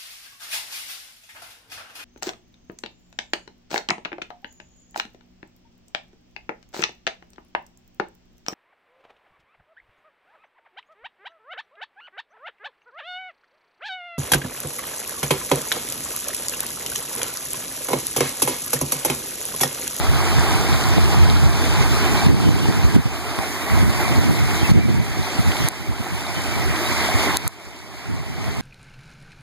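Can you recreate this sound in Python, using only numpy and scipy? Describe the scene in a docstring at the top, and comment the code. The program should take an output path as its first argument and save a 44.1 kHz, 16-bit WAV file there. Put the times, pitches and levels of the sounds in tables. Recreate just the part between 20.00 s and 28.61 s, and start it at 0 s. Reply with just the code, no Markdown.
"""In open country, floodwater pours from a culvert pipe and churns a wide pool into bubbles and spray.
A songbird whistles far off. Wind buffets the two microphone ports (openings) of a hand-held camera,
whose case clicks three times under the fingers and whose electronics whine faintly.
The hardest buffets and clicks make the gain control duck, and the water swells back each time."""
import sys
import numpy as np
from scipy import signal
from scipy.fft import rfft, irfft
from scipy.io import wavfile
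from scipy.ndimage import uniform_filter1d, minimum_filter1d

SR = 44100
rng = np.random.default_rng(int(sys.argv[2]) if len(sys.argv) > 2 else 0)


def generate_wav(sig):
    """Save sig (samples, or channels by samples) to the path in sys.argv[1] as 16-bit PCM at SR."""
    pcm = np.round(np.clip(np.atleast_2d(sig).T, -1, 1) * 32767).astype(np.int16)
    wavfile.write(sys.argv[1], SR, pcm)


N = 379701
TIME = np.arange(N) / SR
FRAME_S = np.arange(N // 256 + 5) * 256 / SR  # slow changes move in frames, 256 samples apart
BIN_HZ = np.fft.rfftfreq(1024, 1 / SR)  # the frequencies in each frame


# How hard the pipe pours. Each row: time in seconds, level in dB.
OUTFLOW_LEVELS = [(0.0, -5), (0.35, -1.2), (0.9, -2), (1.06, -2.5), (1.3, -4.5), (1.7, -3), (2.04, -0.7),
                  (2.25, -2), (2.44, -3), (2.66, -1.4), (2.92, -3.5), (3.2, -1.5), (3.9, -4), (4.1, -4),
                  (4.33, -6), (4.6, -3), (4.8, -4), (5.4, -3.5), (6.1, -2), (7.3, -1.5), (8.6, 0)]

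def outflow(surge_db=0.41):
    """The flow swells and slackens, with small chance surges. Gives dB for each frame."""
    swell_db, = follow(OUTFLOW_LEVELS, FRAME_S)
    return swell_db + surge_db * wander(slow_hz=2.2, fast_hz=9)


# Heaves of the water. Each row: time of the crest in seconds, boost in dB, length in seconds.
WATER_HEAVES = [(0.222, 4.5, 0.079), (0.473, 3.5, 0.083), (1.15, 5.5, 0.071), (1.823, 2.5, 0.13),
                (2.66, -1.5, .08), (3.282, 3.5, 0.1), (3.43, 3.5, 0.16), (3.732, 7, 0.18),
                (4.052, 3.5, 0.18), (4.16, 1, 0.074), (4.583, -0.5, 0.09), (5.6, -1.5, 0.13),
                (7.29, 1.5, 0.095)]

def heaving(centre_hz=960, reach_octaves=1.44):
    """The water heaves and collapses, changing the middle of the rush. Gives dB by frame and frequency."""
    lift_db = sum(db * swell(s, length) for s, db, length in WATER_HEAVES)
    return lift_db[:, None] * np.exp(-(np.log2((BIN_HZ + 1) / centre_hz) / reach_octaves) ** 2)


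# The tone of the rushing water. Each row: frequency in Hz, relative level in dB.
RUSH_TONE = [(200, -0.76), (330, 2), (420, -2.5), (520, -12), (680, -5.5), (900, -9), (1300, -12.5),
             (1750, -12.5), (2150, -6.5), (2550, -11), (2950, -15), (3300, -15.5), (4100, -15.5),
             (5000, -17), (5800, -19), (6500, -21), (10000, -23), (12500, -26), (14000, -26.5),
             (15000, -31.5)]
# The ground echo colours the rush as the camera moves. Each row: time in seconds,
# factor on the lower frequencies, boost near 2100 Hz in dB, boost of the top treble in dB.
GROUND_ECHO = [(0, 0.99, -4.5, -1), (2.0, 1.014, -3.5, -1.7), (2.8, 1.02, -3, -1), (3.25, 1.02, -2, 1),
               (3.6, 0.93, -0.5, 2.5), (4.8, 0.99, 1.5, -1), (5.5, 0.93, -1, -0.5), (7.0, 0.96, 1, -1),
               (8.4, 1, 0.5, -3)]
# How alike the rush is at the two ports. Each row: frequency in Hz, likeness (1 same, -1 opposite).
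PORT_LIKENESS = [(300, 0.97), (520, 0.84), (950, 0.86), (1700, 0.12), (2200, 0.4), (3000, 0.16),
                 (4100, -0.2), (5500, 0.018), (6800, -0.19), (12000, 0.081), (15000, -0.077)]

def rush(flow_db, level_db=-17.5, gulp_db=1.5, slosh_db=0.84, lag_s=0.000018):
    """Countless bubbles merge into a roar; clouds of them come and go in patches."""
    shift, lift_db, top_db = follow(GROUND_ECHO, FRAME_S[:, None])
    spray_share = 1 / (1 + (1900 / (BIN_HZ + 1)) ** 4)  # 0 in the bass, 1 in the treble
    tone_db = read(RUSH_TONE, BIN_HZ / shift ** (1 - spray_share))
    tone_db += lift_db * np.exp(-((BIN_HZ - 2100) / 400) ** 2)
    tone_db += top_db / (1 + (7500 / (BIN_HZ + 1)) ** 6)  # up here the aim of the ports matters
    tone_db += flow_db[:, None] + heaving()
    tone_db += gulp_db * (1 - 0.04 * spray_share) * patches(span_s=0.04, span_hz=350)
    tone_db += slosh_db * patches(span_s=0.04, span_hz=6600)
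    left, unrelated = random_spectra()
    likeness = read(PORT_LIKENESS, BIN_HZ)
    right = likeness * left + np.sqrt(1 - likeness ** 2) * unrelated
    right *= np.exp(-2j * np.pi * BIN_HZ * lag_s)  # a tiny delay: the water lies a little to one side
    return gain_of(level_db) * to_sound(np.array([left, right]) * gain_of(tone_db))


def bubbles(low_hz, high_hz, per_s, cycles, rise, spread_db, lag_s, sizes=30):
    """Bubbles of many sizes ring at random moments, each size from its own direction."""
    out = np.zeros((2, N))
    for hz in np.geomspace(low_hz, high_hz, sizes):
        born = rng.random(N) < per_s / sizes / SR
        strength = gain_of(spread_db * np.minimum(rng.exponential(1, N), 4))
        sound = signal.oaconvolve(born * strength, ring(hz, cycles / hz, rise))[:N]
        delay = round(rng.uniform(-1, 1) * lag_s * SR)
        out += [sound, np.roll(sound, delay)]
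    return evened(out)


# Single splashes and plops. Each row: start in seconds, level in dB, pitch in Hz, ring time in seconds.
POOL_SPLASHES = [(0.204, -12, 1120, 0.018), (0.8395, -8.5, 4160, 0.0055), (0.982, -10, 724, 0.022),
                 (1.3, -5, 3950, 0.0052), (1.538, -21.5, 3900, 0.0072), (2.204, -19, 4040, 0.0055),
                 (2.596, -16, 3340, 0.006), (2.655, -13, 880, 0.043), (3.3889, 4, 1090, 0.0026),
                 (3.389, -5, 3800, 0.0022), (3.406, -13, 950, .025), (4.002, -14, 800, .03),
                 (4.051, -16, 1084, .025), (4.599, -19, 3920, 0.0055), (4.692, -16, 800, 0.022),
                 (5.519, -2, 2770, 0.0082), (5.569, -4, 2900, 0.0034), (6.067, -6.5, 770, 0.034),
                 (6.267, -16, 4130, 0.013), (6.4195, -12, 8900, 0.004), (6.763, -9, 3260, 0.0073),
                 (7.088, -6, 705, 0.021), (7.653, -8, 7300, 0.004), (7.764, -11, 4880, 0.0056)]

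def pool(flow_db, gurgle_db=-28, patter_db=-32):
    """Near bubbles gurgle, flung droplets patter back on the pool, and single splashes stand out."""
    gurgle = bubbles(698, 2394, per_s=260, cycles=36, rise=0.038, spread_db=0.5, lag_s=0.00008)
    patter = bubbles(2575, 10670, per_s=1100, cycles=20, rise=0.055, spread_db=5, lag_s=0.0003)
    flow = gain_of(np.interp(TIME, FRAME_S, flow_db))
    splashes = rings(POOL_SPLASHES) * [[1], [0.6]]  # left and right strength
    return flow * (gain_of(gurgle_db) * gurgle + gain_of(patter_db) * patter) + splashes


# The breeze. Each row: time in seconds, relative level in dB, speed (a factor on the rumble's pitch).
BREEZE_CURVE = [(0, -19, 0.82), (0.95, -17, 0.82), (1.3, -11.5, 0.88), (1.7, -18, 0.69), (2.2, -17.5, 0.92),
                (2.48, -15.5, 1.57), (3.0, -21, 0.95), (3.2, -21, 0.61), (3.65, -28, 0.78),
                (4.3, -17.5, 1.45), (4.58, -24.5, 1), (4.9, -13, 1.2), (5.3, -28, 0.83),
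                (6.55, -23.5, 0.98), (7.0, -25, 0.49), (7.95, -24, 0.94), (8.2, -14, 0.94),
                (8.6, -16.5, 1.45)]
# Gusts. Each row: time of the crest in seconds, relative level in dB, length in seconds, speed as above.
WIND_GUSTS = [(0.09, -10, 0.041, 0.5), (0.38, -10, 0.06, 0.71), (0.98, -10.5, 0.023, 1.7),
              (1.218, -9, 0.068, 0.5), (1.805, -12.5, 0.087, 0.78), (2.297, -6, 0.039, 1.45),
              (2.336, -10, 0.037, 1.6), (2.483, -10.5, 0.095, 1.55), (2.555, -9, 0.037, 1.2),
              (2.69, -9, 0.024, 1.55), (2.785, -15, .06, 1.25), (2.85, -6.5, 0.042, 1.1),
              (2.964, -5.5, 0.043, 1.6), (2.99, -1.5, .025, 1.05), (3.062, -6.5, 0.024, 1.47),
              (3.391, -12.5, 0.02, 2), (3.735, -9, 0.06, 1.1), (3.812, -8.5, 0.12, 0.98),
              (3.887, -12.5, 0.051, 1), (4.18, -9, 0.03, 1.15), (4.45, -14.5, 0.086, 0.67),
              (4.628, -12, 0.032, 1.1), (4.699, -12.5, 0.022, 1.4), (4.773, -2, 0.065, 1.42),
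              (4.856, -7, 0.045, 1), (4.896, -8, 0.033, 2), (4.994, -10.5, 0.068, 1.24),
              (5.196, -15, 0.048, 1.5), (5.398, -8, 0.024, 1.2), (5.479, -10, 0.059, 0.91),
              (5.608, -11.5, 0.025, 1.04), (5.647, -15, 0.019, 1.06), (5.81, -17, 0.04, 0.86),
              (5.899, -8.5, 0.054, 1), (6.004, -11, 0.019, 1.4), (6.142, -15.5, 0.06, .9),
              (6.38, -19, 0.04, 1.5), (6.59, -20.5, 0.11, 1.3), (6.68, -13, 0.1, 0.71),
              (7.166, -10.5, .06, 0.49), (7.461, -12.5, 0.044, 0.92), (8.12, -8, 0.092, 1.4),
              (8.488, -10, 0.063, 0.86)]

def airflow(flutter_db=2):
    """Strength and speed of the fluttering breeze plus its gusts; the strongest sways the speed most."""
    breeze_db, breeze_speed = follow(BREEZE_CURVE, FRAME_S)
    breeze_db += flutter_db * wander(slow_hz=4, fast_hz=11)
    currents = [(gain_of(breeze_db), breeze_speed)]
    currents += [(gain_of(db) * swell(s, length), speed) for s, db, length, speed in WIND_GUSTS]
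    power = sum(strength ** 2 for strength, _ in currents)
    mean_speed = sum(strength ** 2 * speed for strength, speed in currents) / power
    return np.sqrt(power), mean_speed


# The rumble of swirling air. Each row: frequency in Hz, relative level in dB.
RUMBLE_TONE = [(20, -7.5), (45, 4), (70, 5), (130, -1.5), (200, -5.5), (300, -17), (450, -29), (800, -46),
               (2000, -34.5), (6000, -83)]
# Slams of air. Each row: time in seconds, relative level in dB, half length in seconds, pitch in Hz.
AIR_SLAMS = [(2.268, 6, 0.003, 128), (2.492, -2, 0.0028, 192), (2.966, 7.5, 0.0026, 229),
             (4.718, 9.5, 0.003, 129)]

def wind(level_db=5):
    """Swirls of air rumble on each port separately; now and then one slams into the left port."""
    strength, speed = airflow()
    tone_db = read(RUMBLE_TONE, BIN_HZ / speed[:, None])  # faster air: smaller swirls, higher rumble
    swirls = to_sound(random_spectra() * gain_of(tone_db))
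    # Even out the swirls, so the air's strength sets the pressure difference between the ports.
    difference_power = (swirls[0] - swirls[1]) ** 2 / 2
    swirls /= np.sqrt(0.15 + signal.oaconvolve(difference_power, np.hanning(2001) / 1000, "same"))
    slams = np.zeros(N)
    for s, db, half_s, hz in AIR_SLAMS:
        pulse = np.exp(-((TIME - s) / half_s) ** 2)
        slams += 2 * gain_of(db) * pulse * np.cos(2 * np.pi * hz * (TIME - s))
    return gain_of(level_db) * np.interp(TIME, FRAME_S, strength) * swirls + slams * [[1], [0]]


# The tones the case rings with. Each row: pitch in Hz, relative level in dB.
CASE_TONES = [(1300, -17), (2300, -20), (3900, 0.5), (6300, 2.5), (7600, 4), (8700, 4), (10300, 4),
              (11700, 2), (13100, -3), (14900, -10.5)]
# Sharp clicks. Each row: start in seconds, relative level on the left and on the right in dB,
# ring time in seconds, brightness in dB per octave.
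CASE_CLICKS = [(5.6862, -12, 10.5, 0.005, 3), (7.3704, 9.5, 3.5, 0.0037, -2), (7.4778, 20, -4, 0.004, 7)]
# Dull finger knocks. Each row: start in seconds, level in dB, pitch in Hz, ring time in seconds.
FINGER_KNOCKS = [(5.687, -1, 2100, 0.0034), (7.3705, -4.5, 2100, 0.0054), (7.4700, -6, 1280, 0.014),
                 (7.4775, -2, 900, 0.0052)]

def camera_case():
    """The plastic case knocks dully under the fingers and snaps, beside one port or between the two."""
    clicks = np.zeros((2, N))
    for s, left_db, right_db, ring_s, tilt_db in CASE_CLICKS:
        snap = sum((-1) ** k * gain_of(tone_db + tilt_db * np.log2(hz)) * ring(hz, ring_s)
                   for k, (hz, tone_db) in enumerate(CASE_TONES))
        for port, db in zip(clicks, (left_db, right_db)):
            add(port, s, 2 * gain_of(db) * snap / abs(snap).max())
    return clicks + rings(FINGER_KNOCKS) * [[1], [0.33]]


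# The bird's notes. Each row: start in seconds, length in seconds, pitch in Hz, slide in Hz, level in dB.
BIRD_NOTES = [(2.022, 0.055, 3070, -7, -28), (2.156, 0.078, 2280, 99, -19), (2.455, .049, 3000, 64, -23),
              (2.575, .031, 3270, 168, -23), (2.623, .04, 2920, -220, -20), (4.024, 0.079, 2330, -220, -22),
              (4.605, 0.033, 3160, 141, -26), (4.632, .048, 2630, -110, -18),
              (4.77, 0.134, 2290, -150, -20), (6.327, 0.099, 3060, 37, -21), (6.46, 0.021, 2980, -89, -25),
              (6.493, 0.086, 2260, -17, -19.5), (6.848, 0.045, 3830, 207, -22)]

def bird(arch_hz_per_s=750):
    """A far songbird whistles short phrases of pure sliding notes, nearly buried in the rush."""
    song = np.zeros(N)
    for s, length, pitch_hz, slide_hz, db in BIRD_NOTES:
        progress = np.linspace(0, 1, round(length * SR))
        arch = np.sin(np.pi * progress)
        hz = pitch_hz + slide_hz * (progress - 0.5)
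        hz += arch_hz_per_s * length * (arch - arch.mean())  # longer notes bow up more in the middle
        add(song, s, gain_of(db) * arch * np.sin(2 * np.pi * np.cumsum(hz) / SR))
    return song * [[0.11], [1]]


def whine(hz=13431, level_db=-39):
    """The camera's electronics leak a thin steady tone into the left microphone."""
    return gain_of(level_db) * np.sin(2 * np.pi * hz * TIME) * [[1], [0]]


def gain_of(db):
    """Turns decibels into a factor to multiply by."""
    return 10 ** (np.asarray(db) / 20)


def evened(x):
    """Scales a signal to an average strength (rms) of 1."""
    return x / np.sqrt(np.mean(x ** 2) + 1e-20)


def read(rows, hz):
    """Looks up a table at the given frequencies."""
    row_hz, values = np.transpose(rows)
    return np.interp(np.log(hz + 1), np.log(row_hz + 1), values)


def follow(rows, t):
    """Looks up each column of a table at the given times."""
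    s, *columns = np.transpose(rows)
    return [np.interp(t, s, column) for column in columns]


def add(mix, s, sound):
    """Mixes a sound in, starting at s seconds."""
    part = mix[max(round(s * SR), 0):][:len(sound)]
    part += sound[:len(part)]


def ring(hz, ring_s, rise=0):
    """A tone that fades by 60 dB in ring_s; rise lifts its pitch, like a bubble nearing the surface."""
    t = np.arange(int(ring_s * SR) + 2) / SR
    return gain_of(-60 * t / ring_s) * np.sin(2 * np.pi * hz * t * (1 + rise * t / ring_s))


def rings(rows):
    """Plays one fading tone for each row of a table."""
    out = np.zeros(N)
    for s, db, hz, ring_s in rows:
        add(out, s, gain_of(db) * ring(hz, ring_s))
    return out


def random_spectra():
    """Two unrelated white noises, laid out by frame and frequency."""
    real, imag = rng.standard_normal((2, 2, len(FRAME_S), len(BIN_HZ)))
    return real + 1j * imag


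def to_sound(spectra):
    """Joins frames into a sound with an average strength of 1."""
    _, sound = signal.istft(spectra, nperseg=1024, noverlap=768, time_axis=1, freq_axis=2)
    return evened(sound[:, :N])


def patches(span_s, span_hz):
    """A random pattern over time and frequency, smooth over the given spans."""
    field = rng.standard_normal((len(FRAME_S), len(BIN_HZ)))
    field = uniform_filter1d(field, round(span_s / FRAME_S[1]), axis=0)
    return evened(uniform_filter1d(field, round(span_hz / BIN_HZ[1]), axis=1, mode="wrap"))


def wander(slow_hz, fast_hz):
    """A smooth random curve, one value a frame."""
    rates = np.geomspace(slow_hz, fast_hz, 24)
    return evened(sum(np.sin(2 * np.pi * (hz * FRAME_S + rng.random())) / np.sqrt(hz) for hz in rates))


def swell(crest_s, length_s):
    """A smooth rise to 1 and fall back, one value a frame."""
    return np.exp(-(2 * (FRAME_S - crest_s) / length_s) ** 2)


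def scene():
    """All the sounds together at the left and right ports."""
    flow_db = outflow()
    return rush(flow_db) + pool(flow_db) + wind() + camera_case() + bird() + whine()


def widen(ports, travel_samples=16):
    """Widens the stereo: each side subtracts the other, delayed by sound's trip from port to port."""
    return (ports - np.roll(ports[::-1], travel_samples, axis=1)) / 2


def gain_control(x, ceiling_db=-0.5, recovery_db_per_s=8.5, smooth_samples=15):
    """A peak over the ceiling turns the volume down within a millisecond; it creeps back up."""
    over_db = np.maximum(20 * np.log10(abs(x).max(0) + 1e-9) - ceiling_db, 0)
    creep_db = recovery_db_per_s * TIME
    gain = gain_of(creep_db - np.maximum.accumulate(over_db + creep_db))
    return x * uniform_filter1d(minimum_filter1d(gain, smooth_samples), smooth_samples)


def record(dry, bass_cut_hz=46, treble_cut_hz=15400):
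    """The camera widens the sound, cuts deep bass, leans right, ducks peaks and cuts the top treble."""
    bass_cut = signal.butter(4, bass_cut_hz, "high", fs=SR, output="sos")
    x = signal.sosfilt(bass_cut, widen(dry))
    hz = np.fft.rfftfreq(N, 1 / SR)
    lean_db = 0.5 + 0.97 / (1 + (hz / 2400) ** 8)  # the right side is a little louder and fuller
    x = irfft(rfft(x) * gain_of([-lean_db / 2, lean_db / 2]), N)
    treble_cut = signal.firwin(255, treble_cut_hz, window=("kaiser", 9), fs=SR)
    return signal.oaconvolve(gain_control(x), treble_cut[None], "same")


dry = scene()
out = record(dry)
generate_wav(out)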